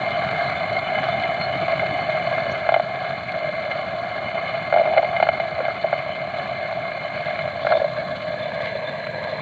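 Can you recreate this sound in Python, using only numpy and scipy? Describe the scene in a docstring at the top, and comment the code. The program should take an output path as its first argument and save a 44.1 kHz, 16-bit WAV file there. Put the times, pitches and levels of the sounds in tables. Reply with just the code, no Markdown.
"""A stone hand mill turns on a cloth, about one and a half turns a second, with a push and a pull in each.
From the start, crushed wheat sends tiny cracks into the short, dull resonances of the stones, over a low
rumble; loose grains tick and bare stone sings out here and there. From about 1 s the upper stone knocks
down, soon followed by soft thuds; a faint chirp rises at 2.5 s, then knocks come in bursts, up to 6 s.
From 6.3 s the microphone moves to the side, changing the colour; one more burst comes near 7.7 s."""
import sys
import numpy as np
from scipy import signal
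from scipy.io import wavfile
from scipy.ndimage import uniform_filter1d

SR = 44100
rng = np.random.default_rng(int(sys.argv[2]) if len(sys.argv) > 2 else 0)


def to_wav(s):
    """Save 16-bit WAV."""
    ch = np.atleast_2d(s).T  # columns
    pcm = np.round(np.clip(ch, -1, 1) * 32767)  # PCM
    wavfile.write(sys.argv[1], SR, pcm.astype(np.int16))


N = 414981  # samples, about 9.4 s

# How the hand turns the upper stone: (time [s], turns made so far [turns])
TURNS = [(0, 0.5), (2.25, 4.02), (4.25, 6.83), (6.25, 9.5), (7.25, 11.05), (9.41, 14.3)]
# The hand pushes and pulls once each per turn: (place in the turn [0-1], strength [0-1])
STROKES = [(.14, 0.92), (.72, 0.2)]
# Wheat between the stones, scaled by each layer's load share: (time [s], load [dB])
LOAD = [(0, 1), (.45, 1), (.8, 0), (1.1, 0.3), (2.45, 0.1), (2.85, -2.5), (3.6, -2.5), (4.1, -2.5),
        (4.42, -2.5), (4.7, -2.5), (5.15, -2), (5.8, -3.5), (6.25, -4.5), (6.4, -1.5), (6.6, -3.5),
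        (7.0, -3), (7.2, -2.5), (8.2, -1)]
# Where the microphone is: (time [s], place [0 overhead to 1 at the side])
MIC_PLACE = [(6.3, 0), (7.5, 0.38), (8.2, 0.47), (8.7, 1)]
# Resonances of the pair of stones:
# (frequency [Hz], width of one filter pass [Hz], level overhead [dB], level at the side [dB])
STONE = [(382, 160, -19.5, -33.5), (530, 160, -34.5, -8.5), (620, 78, -2, 1), (665.3, 119, 2.5, -6.5),
         (752, 83, -7.5, -22), (924, 260, -38, -14.5), (1113, 195, -11, -10.5), (1342, 540, -14.5, -23),
         (1650, 163, -10, -3.5), (1970, 170, -24, -13.5), (2123, 96.5, -1.5, -9), (2277, 310, -11.5, -13.5),
         (2830, 1200, -31.5, -28.5), (2982, 113, -13.5, -22), (3524, 130, -23, -22),
         (3475, 1080, -28, -29.5), (4082, 170, -20.5, -18.5), (4350, 240, -25.5, -35),
         (6190, 460, -41, -40.5), (6700, 1100, -47.5, -51), (7200, 880, -43, -42.5)]
# Pitch of the stone body during grinding, before a small wander: (time [s], pitch [Hz])
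BODY_PITCH = [(0, 666), (1.1, 672), (2.5, 650), (3.22, 668), (3.4, 638), (4.2, 656), (7.3, 653), (7.9, 644),
              (9.41, 666)]
# Base level of the stones' ring near 2 kHz, before trim and strokes: (time [s], level [dB])
RING_LEVEL = [(0, -32), (.7, -31), (1.3, -31.5), (2.65, -32.5), (2.85, -36.5), (3.5, -34), (4.05, -37),
              (4.25, -33.5), (4.6, -33), (5.5, -35), (7.0, -35.5), (7.3, -34.5), (7.9, -40.5), (8.3, -39),
              (8.65, -37.5), (9.41, -39)]
# The upper stone glides and the grinding dips briefly: (time [s], dip of the body [dB])
GLIDES = [(2.77, 4), (3.25, 6), (4.69, 1), (5.78, 1), (7.9, 3), (8.2, 6), (9.05, 4)]
# The upper stone drags on whole grains and its body groans: (time [s], rise [dB])
GROANS = [(4.79, 0.5), (4.9, 4.5), (4.98, 4), (5.24, 3), (7.77, 4.5)]
# Dry patches of meal change the rasp, mostly louder: (time [s], rise, or dip if negative [dB])
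RASPS = [(.47, 0.5), (1.42, -1.5), (7.71, 5)]
# Bare stone rubs and one resonance sings: (time [s], frequency [Hz], level before trim [dB])
SINGS = [(.14, 3010, -35), (0.471, 4080, -39.5), (.53, 2180, -27), (.58, 3530, -38), (1.12, 3550, -38),
         (1.43, 4260, -31.5), (3.3, 2274, -47), (6.13, 3030, -38.5), (6.93, 2300, -38), (7.058, 3000, -41),
         (7.72, 4230, -42), (7.76, 3550, -37), (8.0, 2200, -33.5), (8.43, 3530, -37), (8.68, 2090, -32),
         (8.88, 3580, -36)]
# The upper stone drops or catches:
# (time [s], body peak [dB], clack peak before trim [dB], ring peak before trim [dB], body pitch [Hz])
KNOCKS = [(0.979, -16, -25, -21, 687), (1.235, -27, -34, -13.5, 686), (1.412, -20, -23, -16, 696),
          (1.681, -13, -21, -18, 670), (1.794, -32, -16.5, -14.5, 670), (1.83, -11, -31, -34, 677),
          (2.69, -5, -10.5, -15, 666), (2.72, -7.5, -26, -23, 660), (2.741, -5.5, -12, -11, 693),
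          (2.762, -5.5, -21.5, -21, 654), (2.797, -8.5, -18, -23, 673), (3.713, -19, -25, -17.5, 643),
          (4.037, -24, -37, -33, 667), (4.725, -6.5, -12.5, -19, 640), (4.739, -6.5, -21, -17.5, 656),
          (4.749, -18, -36, -34, 660), (4.761, -4.5, -23, -18.5, 669), (4.772, -10, -16, -22, 640),
          (4.782, -11, -38, -19, 678), (4.795, -7, -36, -21.5, 643), (4.813, -8.5, -27, -28, 630),
          (4.834, -15.5, -42, -33, 678), (4.854, -9.5, -30, -25, 648), (4.861, -11.5, -29, -32, 660),
          (4.879, -16, -30, -35, 660), (4.886, -16, -32, -37, 652), (4.935, -11, -31, -21, 670),
          (4.964, -10, -27, -24.5, 658), (4.973, -7, -21.5, -17, 643), (4.978, -5.5, -13, -12, 630),
          (4.984, -7.5, -31, -30, 650), (4.993, -15, -35, -34, 650), (5.029, -8, -20, -25, 667),
          (5.045, -15, -30, -19, 657), (5.164, -13, -31, -16, 670), (5.2, -8, -15, -16, 673),
          (5.226, -3.5, -12, -11.5, 700), (5.268, -10.5, -15, -24, 647), (5.288, -5, -12, -13, 660),
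          (5.399, -10, -22, -17, 658), (5.589, -13, -38, -24, 648), (5.603, -12, -17, -31, 567),
          (5.651, -15, -24, -18, 664), (5.682, -11.5, -18, -39, 640), (5.843, -8, -30, -39, 640),
          (5.928, -6.5, -16, -21, 650), (6.916, -27, -28, -26, 664), (7.02, -23, -30, -36, 683),
          (7.284, -21, -25, -28, 650), (7.39, -17, -21, -17.5, 660), (7.648, -11.5, -21, -38, 633),
          (7.668, -9.5, -11.5, -20, 633), (7.702, -13, -26, -27, 637), (7.711, -8.5, -23, -24, 662),
          (7.721, -8, -8.5, -21, 670), (7.727, -17, -16, -26, 650), (7.735, -9.5, -40, -23, 616),
          (7.752, -10, -35, -25, 630), (7.769, -15, -27, -24, 610), (7.816, -12.5, -31, -25, 600),
          (7.843, -8, -31, -25, 627), (8.603, -17, -36, -27, 630), (9.068, -23, -23.5, -21, 630)]
# Resonances where the stone edges meet, before damping: (frequency [Hz], width [Hz], level [dB])
CLACK = [(1093, 370, -4), (1364, 320, -0.5), (1627, 100, -2), (2660, 1100, -24.5)]
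# Resonances of the rumble in the ground: (frequency [Hz], width of one filter pass [Hz], level [dB])
GROUND = [(91, 37, -5.5), (133.6, 94, 2), (151, 194, -5.5)]
# The upper stone lurches on its seat: (time [s], rise of the rumble [dB])
LURCHES = [(1.62, 4.5), (1.92, 3.5)]
# The lower stone rocks on the cloth: (time [s], peak [dB])
THUDS = [(1.549, -26), (1.622, -27), (1.922, -25)]
# Loose grains land and skitter: (time [s], level before trim [dB], decay time [s])
TICKS = [(0.115, -59, 0.007), (0.3346, -55, .005), (1.6062, -55, .004), (3.3129, -56, 0.0073),
         (7.705, -62, .035), (9.0638, -56, .008), (9.08, -62, .08)]
# A faint, high rising chirp, before its waver and roughness: (time [s], frequency [Hz], level [dB])
CHIRP = [(2.49, 4970, -66), (2.505, 5500, -60), (2.515, 6200, -54), (2.526, 6660, -52), (2.54, 6700, -72)]

# Upper edges of the resonance groups, in Hz; flour takes everything above the meal
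BODY_TOP_HZ, MIDDLE_TOP_HZ, RING_TOP_HZ, MEAL_TOP_HZ = 1000, 1900, 3200, 5000
BODY_HZ = 655  # the body pitch at which the stone resonances are listed
STROKE_WIDTH_TURNS = 0.074
GLIDE_S, GROAN_S, RASP_S, SING_S, LURCH_S = 0.036, 0.05, 0.062, 0.022, 0.035  # bell widths
# Just before a hard drop the upper stone lifts and the grinding thins
LIFT_S, LIFT_DB, HARD_CLACK_DB = 0.0044, 3.5, -23
CUTOFF_HZ = 15500


def grinding(middle_glide_share=0.42, ring_stroke_db=1.5, ring_trim_db=0.06,
             kernel_db=16, pitch_wander=0.007):
    """Coarse cracks chiefly sound low resonances, fine meal the high ones; flour adds a steady hiss."""
    place, = in_time(MIC_PLACE)

    coarse = fractures(per_s=8000, spread_db=2.05, clump_db=1.3, clump_rate=78)
    whole_kernels = fractures(per_s=50, spread_db=1.43, clump_db=1.0, clump_rate=20)
    coarse = coarse + from_db(kernel_db) * whole_kernels
    fine = fractures(per_s=4200, spread_db=2.0, clump_db=3.5, clump_rate=84)
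    flour_cracks = fractures(per_s=9000, spread_db=0.0, clump_db=2.0, clump_rate=70)

    glide_db = swells(GLIDES, GLIDE_S)
    hard_drops = [(s - LIFT_S, LIFT_DB) for s, _, clack_db, _, _ in KNOCKS if clack_db > HARD_CLACK_DB]
    lift_db = swells(hard_drops, LIFT_S)

    body_db = milling_db(level_db=-25.5, load_share=0.84, stroke_db=0.9, lag_turns=-0.012, side_db=-2.5)
    body_db = body_db - glide_db + swells(GROANS, GROAN_S)
    middle_db = milling_db(level_db=-33.5, load_share=0.93, stroke_db=2.5, lag_turns=0.005, side_db=-3.5)
    middle_db = middle_db - middle_glide_share * glide_db
    ring_db = in_time(RING_LEVEL)[0] + ring_trim_db + ring_stroke_db * effort(lag_turns=0.03)
    meal_db = milling_db(level_db=-43.5, load_share=0.91, stroke_db=2.0, lag_turns=0.028, side_db=-0.5)
    meal_db = meal_db + swells(RASPS, RASP_S)
    flour_db = milling_db(level_db=-59.0, load_share=1.0, stroke_db=1.0, lag_turns=0.02, side_db=-1.5)

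    body_modes = stone_modes(0, BODY_TOP_HZ, place)
    middle_modes = stone_modes(BODY_TOP_HZ, MIDDLE_TOP_HZ, place)
    ring_modes = stone_modes(MIDDLE_TOP_HZ, RING_TOP_HZ, place)
    meal_modes = stone_modes(RING_TOP_HZ, MEAL_TOP_HZ, place)
    flour_modes = stone_modes(MEAL_TOP_HZ, SR, place)

    pitch = in_time(BODY_PITCH)[0] / BODY_HZ * (1 + pitch_wander * drift(5.3))
    body = from_db(body_db) * rubbed(coarse, body_modes, wander_db=1.54, wander_rate=13, pitch=pitch)
    middle = from_db(middle_db) * rubbed(coarse + 0.48 * fine, middle_modes, wander_db=2.0)
    ring = from_db(ring_db) * rubbed(coarse + 0.5 * fine, ring_modes, wander_db=1.5)
    meal = from_db(meal_db) * rubbed(fine + 0.5 * coarse, meal_modes, wander_db=2.1)
    flour = from_db(flour_db) * rubbed(flour_cracks + 0.5 * fine, flour_modes, wander_db=0.5)
    return from_db(-lift_db) * (body + middle + ring) + meal + flour


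def knocks(crumble_db=-37, crumble_s=0.0016, clack_trim_db=-0.5, ring_trim_db=-1,
           contact_hz=2900, grip=1.31, grip_slope=0.26, thin_hz=500):
    """The upper stone drops on the lower: one blow, then a few milliseconds of crumbling grain."""
    out = np.zeros(N + SR)
    t = np.arange(SR // 20) / SR
    place, = in_time(MIC_PLACE)
    for s, body_db, clack_db, ring_db, pitch_hz in KNOCKS:
        at = round(s * SR)
        force = from_db(crumble_db) * rng.standard_normal(len(t)) * np.exp(-t / crumble_s)
        force[0] += 1  # the blow itself
        body_modes = stone_modes(0, BODY_TOP_HZ, place[at])
        low = [(hz * pitch_hz / BODY_HZ, width, db) for hz, width, db in body_modes]
        high = stone_modes(MIDDLE_TOP_HZ, MEAL_TOP_HZ, place[at])
        # stone on stone is bright and stops the body quickly; a dull blow lands on grain and hums on
        damping = grip * from_db(grip_slope * (clack_db - body_db))
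        body = struck(cut(force, thin_hz, "high"), low, np.ones(len(low)), damping)
        cushioned = cut(force, contact_hz, "low")
        clack = struck(cushioned, CLACK, np.ones(len(CLACK)), damping=0.77)
        ring = struck(cushioned, high, rng.choice([-1, 1], len(high)), damping=0.86)
        knock = from_db(body_db) * body
        knock = knock + from_db(clack_db + clack_trim_db) * clack
        knock = knock + from_db(ring_db + ring_trim_db) * ring
        out[at:at + len(t)] += knock
    return out[:N]


def singing(width_hz=140, trim_db=-2):
    """Bare stone rubs on stone: noise through one resonance sings briefly, rough and fluttering."""
    out = np.zeros(N + SR)
    t = np.arange(SR // 4) / SR
    middle_s = t.mean()
    bell = np.exp(-0.5 * ((t - middle_s) / SING_S) ** 2)
    for s, hz, db in SINGS:
        at = max(round((s - middle_s) * SR), 0)
        tone = bell * resonate(rng.standard_normal(len(t)), hz, width_hz)
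        # the level belongs to the top of the bell
        tone = rms_one(tone) * np.sqrt(np.mean(bell ** 2))
        out[at:at + len(t)] += from_db(db + trim_db) * tone
    return out[:N]


def rumble():
    """The heavy upper stone rolls over the grain: random bumps drive low resonances in the ground."""
    rolling_db = milling_db(level_db=-37.0, load_share=1.12, stroke_db=2.0, lag_turns=0.18, side_db=-1.5)
    rolling_db = rolling_db + swells(LURCHES, LURCH_S)
    bumps = fractures(per_s=2500, spread_db=0.5, clump_db=2.2, clump_rate=11)
    return from_db(rolling_db) * rubbed(bumps, GROUND)


def thuds(hz=270, width_hz=210, rock_s=0.01):
    """The lower stone rocks on the cloth: dying noise in a wide, low resonance makes a soft bump."""
    out = np.zeros(N + SR)
    t = np.arange(SR // 10) / SR
    for s, db in THUDS:
        at = round(s * SR)
        bump = resonate(rng.standard_normal(len(t)) * np.exp(-t / rock_s), hz, width_hz)
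        out[at:at + len(t)] += from_db(db) * bump / np.abs(bump).max()
    return out[:N]


def loose_grains(tick_db=-9, dust_db=-76, load_share=1.7):
    """Landing grains tick as dying noise, over a very faint sift of flour that grows with the load."""
    out = np.zeros(N + SR)
    t = np.arange(SR // 4) / SR
    for s, level_db, decay_s in TICKS:
        at = round(s * SR)
        tick = rng.standard_normal(len(t)) * np.exp(-t / decay_s)
        out[at:at + len(t)] += from_db(level_db + tick_db) * tick
    load_db, = in_time(LOAD)
    sift = rms_one(from_db(2.5 * drift(15)) * rng.standard_normal(N))
    sift = from_db(dust_db + load_share * load_db) * sift
    return cut(out[:N] + sift, 4500, "high")


def chirp(waver=0.06, rough=0.73):
    """A thin whistle glides upwards; quick random changes of pitch and level roughen it."""
    hz, level_db = in_time(CHIRP)
    t = np.arange(N) / SR
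    sounding = (t > CHIRP[0][0]) & (t < CHIRP[-1][0])
    whistle = np.sin(2 * np.pi * np.cumsum(hz * (1 + waver * drift(300))) / SR)
    return sounding * from_db(level_db) * (1 + rough * drift(250)) * whistle


def muffle(x, edge_hz=4600, leak_db=-7):
    """Little treble gets out from between the stones: a steep low-pass plus a weak band above it."""
    leak = cut(cut(x, 4600, "high", order=8), 7900, "low", order=4)
    return cut(x, edge_hz, "low", order=18) + from_db(leak_db) * leak


def effort(lag_turns):
    """Force of the hand, 0 to about 1: a push and a pull at the same places in every turn."""
    turns, = in_time(TURNS)
    place = np.linspace(0, 1, 100)
    one_turn = 0
    for at, strength in STROKES:
        distance = (place - lag_turns - at + 0.5) % 1 - 0.5  # the shorter way round the turn
        one_turn = one_turn + strength * np.exp(-0.5 * (distance / STROKE_WIDTH_TURNS) ** 2)
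    return np.interp(turns - np.floor(turns), place, one_turn)


def milling_db(level_db, load_share, stroke_db, lag_turns, side_db):
    """Level of one layer: it rises with the load and each stroke, and depends on the microphone's place."""
    load_db, = in_time(LOAD)
    place, = in_time(MIC_PLACE)
    return level_db + load_share * load_db + stroke_db * effort(lag_turns) + side_db * place


def fractures(per_s, spread_db, clump_db, clump_rate, even_s=0.09):
    """Tiny cracks at random moments, many small and few large, in quick clumps evened by the stone's weight."""
    clumps = drift(clump_rate)
    clumps = clumps - uniform_filter1d(clumps, round(even_s * SR))
    sizes = rng.standard_exponential(N, dtype=np.float32)
    at = np.flatnonzero(rng.random(N, dtype=np.float32) < per_s / SR)
    out = np.zeros(N)
    out[at] = from_db(spread_db * np.minimum(sizes[at], 4) + clump_db * clumps[at])
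    return out


def rubbed(cracks, modes, wander_db=1.5, wander_rate=8, pitch=None):
    """Cracks drive each resonance with random strength and sign; the balance wanders with the contact."""
    out = power = 0
    for hz, width, db in modes:
        gain = from_db(db + wander_db * drift(wander_rate))
        force = cracks * rng.standard_normal(N, dtype=np.float32)
        if pitch is None:
            tone = resonate(force, hz, width)
        else:
            tone = resonate_moving(force, hz * pitch, width)
        out = out + gain * tone
        power = power + gain ** 2 * width
    return rms_one(out / np.sqrt(power))  # a change of colour leaves the level alone


def struck(force, modes, signs, damping):
    """One force drives all resonances together; the contact's damping scales their widths; peak 1."""
    out = 0
    for sign, (hz, width, db) in zip(signs, modes):
        out = out + sign * from_db(db) * resonate(force, hz, width * damping)
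    return out / np.abs(out).max()


def stone_modes(low_hz, high_hz, place):
    """The stone resonances within a range, with levels blended between overhead and side."""
    side = np.clip(place, 0, 1)
    return [(hz, width, top_db + side * (side_db - top_db))
            for hz, width, top_db, side_db in STONE if low_hz <= hz < high_hz]


def resonance_section(hz, width):
    """Filter numbers for one resonance: a narrower one rings longer."""
    r = np.exp(-np.pi * width / SR)
    g = (1 - r * r) / 2
    return [g, 0, -g, 1, -2 * r * np.cos(2 * np.pi * hz / SR), r * r]


def resonate(x, hz, width):
    """A resonance passed twice, stone to stone: it swells for a few cycles and dies quickly."""
    return signal.sosfilt([resonance_section(hz, width)] * 2, x + 1e-18)


def resonate_moving(x, hz, width, size=2048):
    """The same double resonance with a centre that follows a curve, block by block."""
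    out, state = np.zeros(N), np.zeros((2, 2))
    for i in range(0, N, size):
        sections = [resonance_section(hz[i], width)] * 2
        out[i:i + size], state = signal.sosfilt(sections, x[i:i + size] + 1e-18, zi=state)
    return out


def swells(rows, width_s):
    """Brief bell-shaped changes of level, in dB."""
    t = np.arange(0, N, 100) / SR
    bells = sum(db * np.exp(-0.5 * ((t - s) / width_s) ** 2) for s, db in rows)
    return np.interp(np.arange(N) / SR, t, bells)


def drift(rate):
    """Slow random wandering with spread 1; a higher rate [Hz] wanders faster."""
    step = 40  # samples between the points of the curve
    r = np.exp(-2 * np.pi * rate * step / SR)
    noise = rng.standard_normal(N // step + 2002)
    slow = signal.lfilter([1], [1, -2 * r, r * r], noise)[2000:]  # drop the filter's start
    return np.interp(np.arange(N) / step, np.arange(len(slow)), rms_one(slow))


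def in_time(rows):
    """One curve per column after the time, joined by straight lines."""
    s, *columns = np.transpose(rows)
    return [np.interp(np.arange(N) / SR, s, column) for column in columns]


def cut(x, hz, kind, order=2):
    """Keep what lies below ("low") or above ("high") a frequency, with a smooth Butterworth filter."""
    sections = signal.butter(order, min(hz, 0.45 * SR), kind, fs=SR, output="sos")
    return signal.sosfilt(sections, x + 1e-18)


def from_db(db):
    """Decibels to gain."""
    return np.exp(np.asarray(db) * (np.log(10) / 20))


def rms_one(x):
    """Scale to an average (rms) level of 1."""
    return x / np.sqrt(np.mean(x ** 2) + 1e-30)


def scene():
    """The mill, close to the microphone, in open air."""
    between_stones = muffle(grinding() + knocks() + singing())
    return (between_stones + rumble() + thuds() + loose_grains() + chirp())[None]


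def record(dry):
    """The deepest bass is thinned and the top is cut steeply."""
    thin = cut(dry, 27, "high")
    return signal.sosfilt(signal.ellip(10, 0.1, 80, CUTOFF_HZ, fs=SR, output="sos"), thin)


dry = scene()
out = record(dry)
to_wav(out)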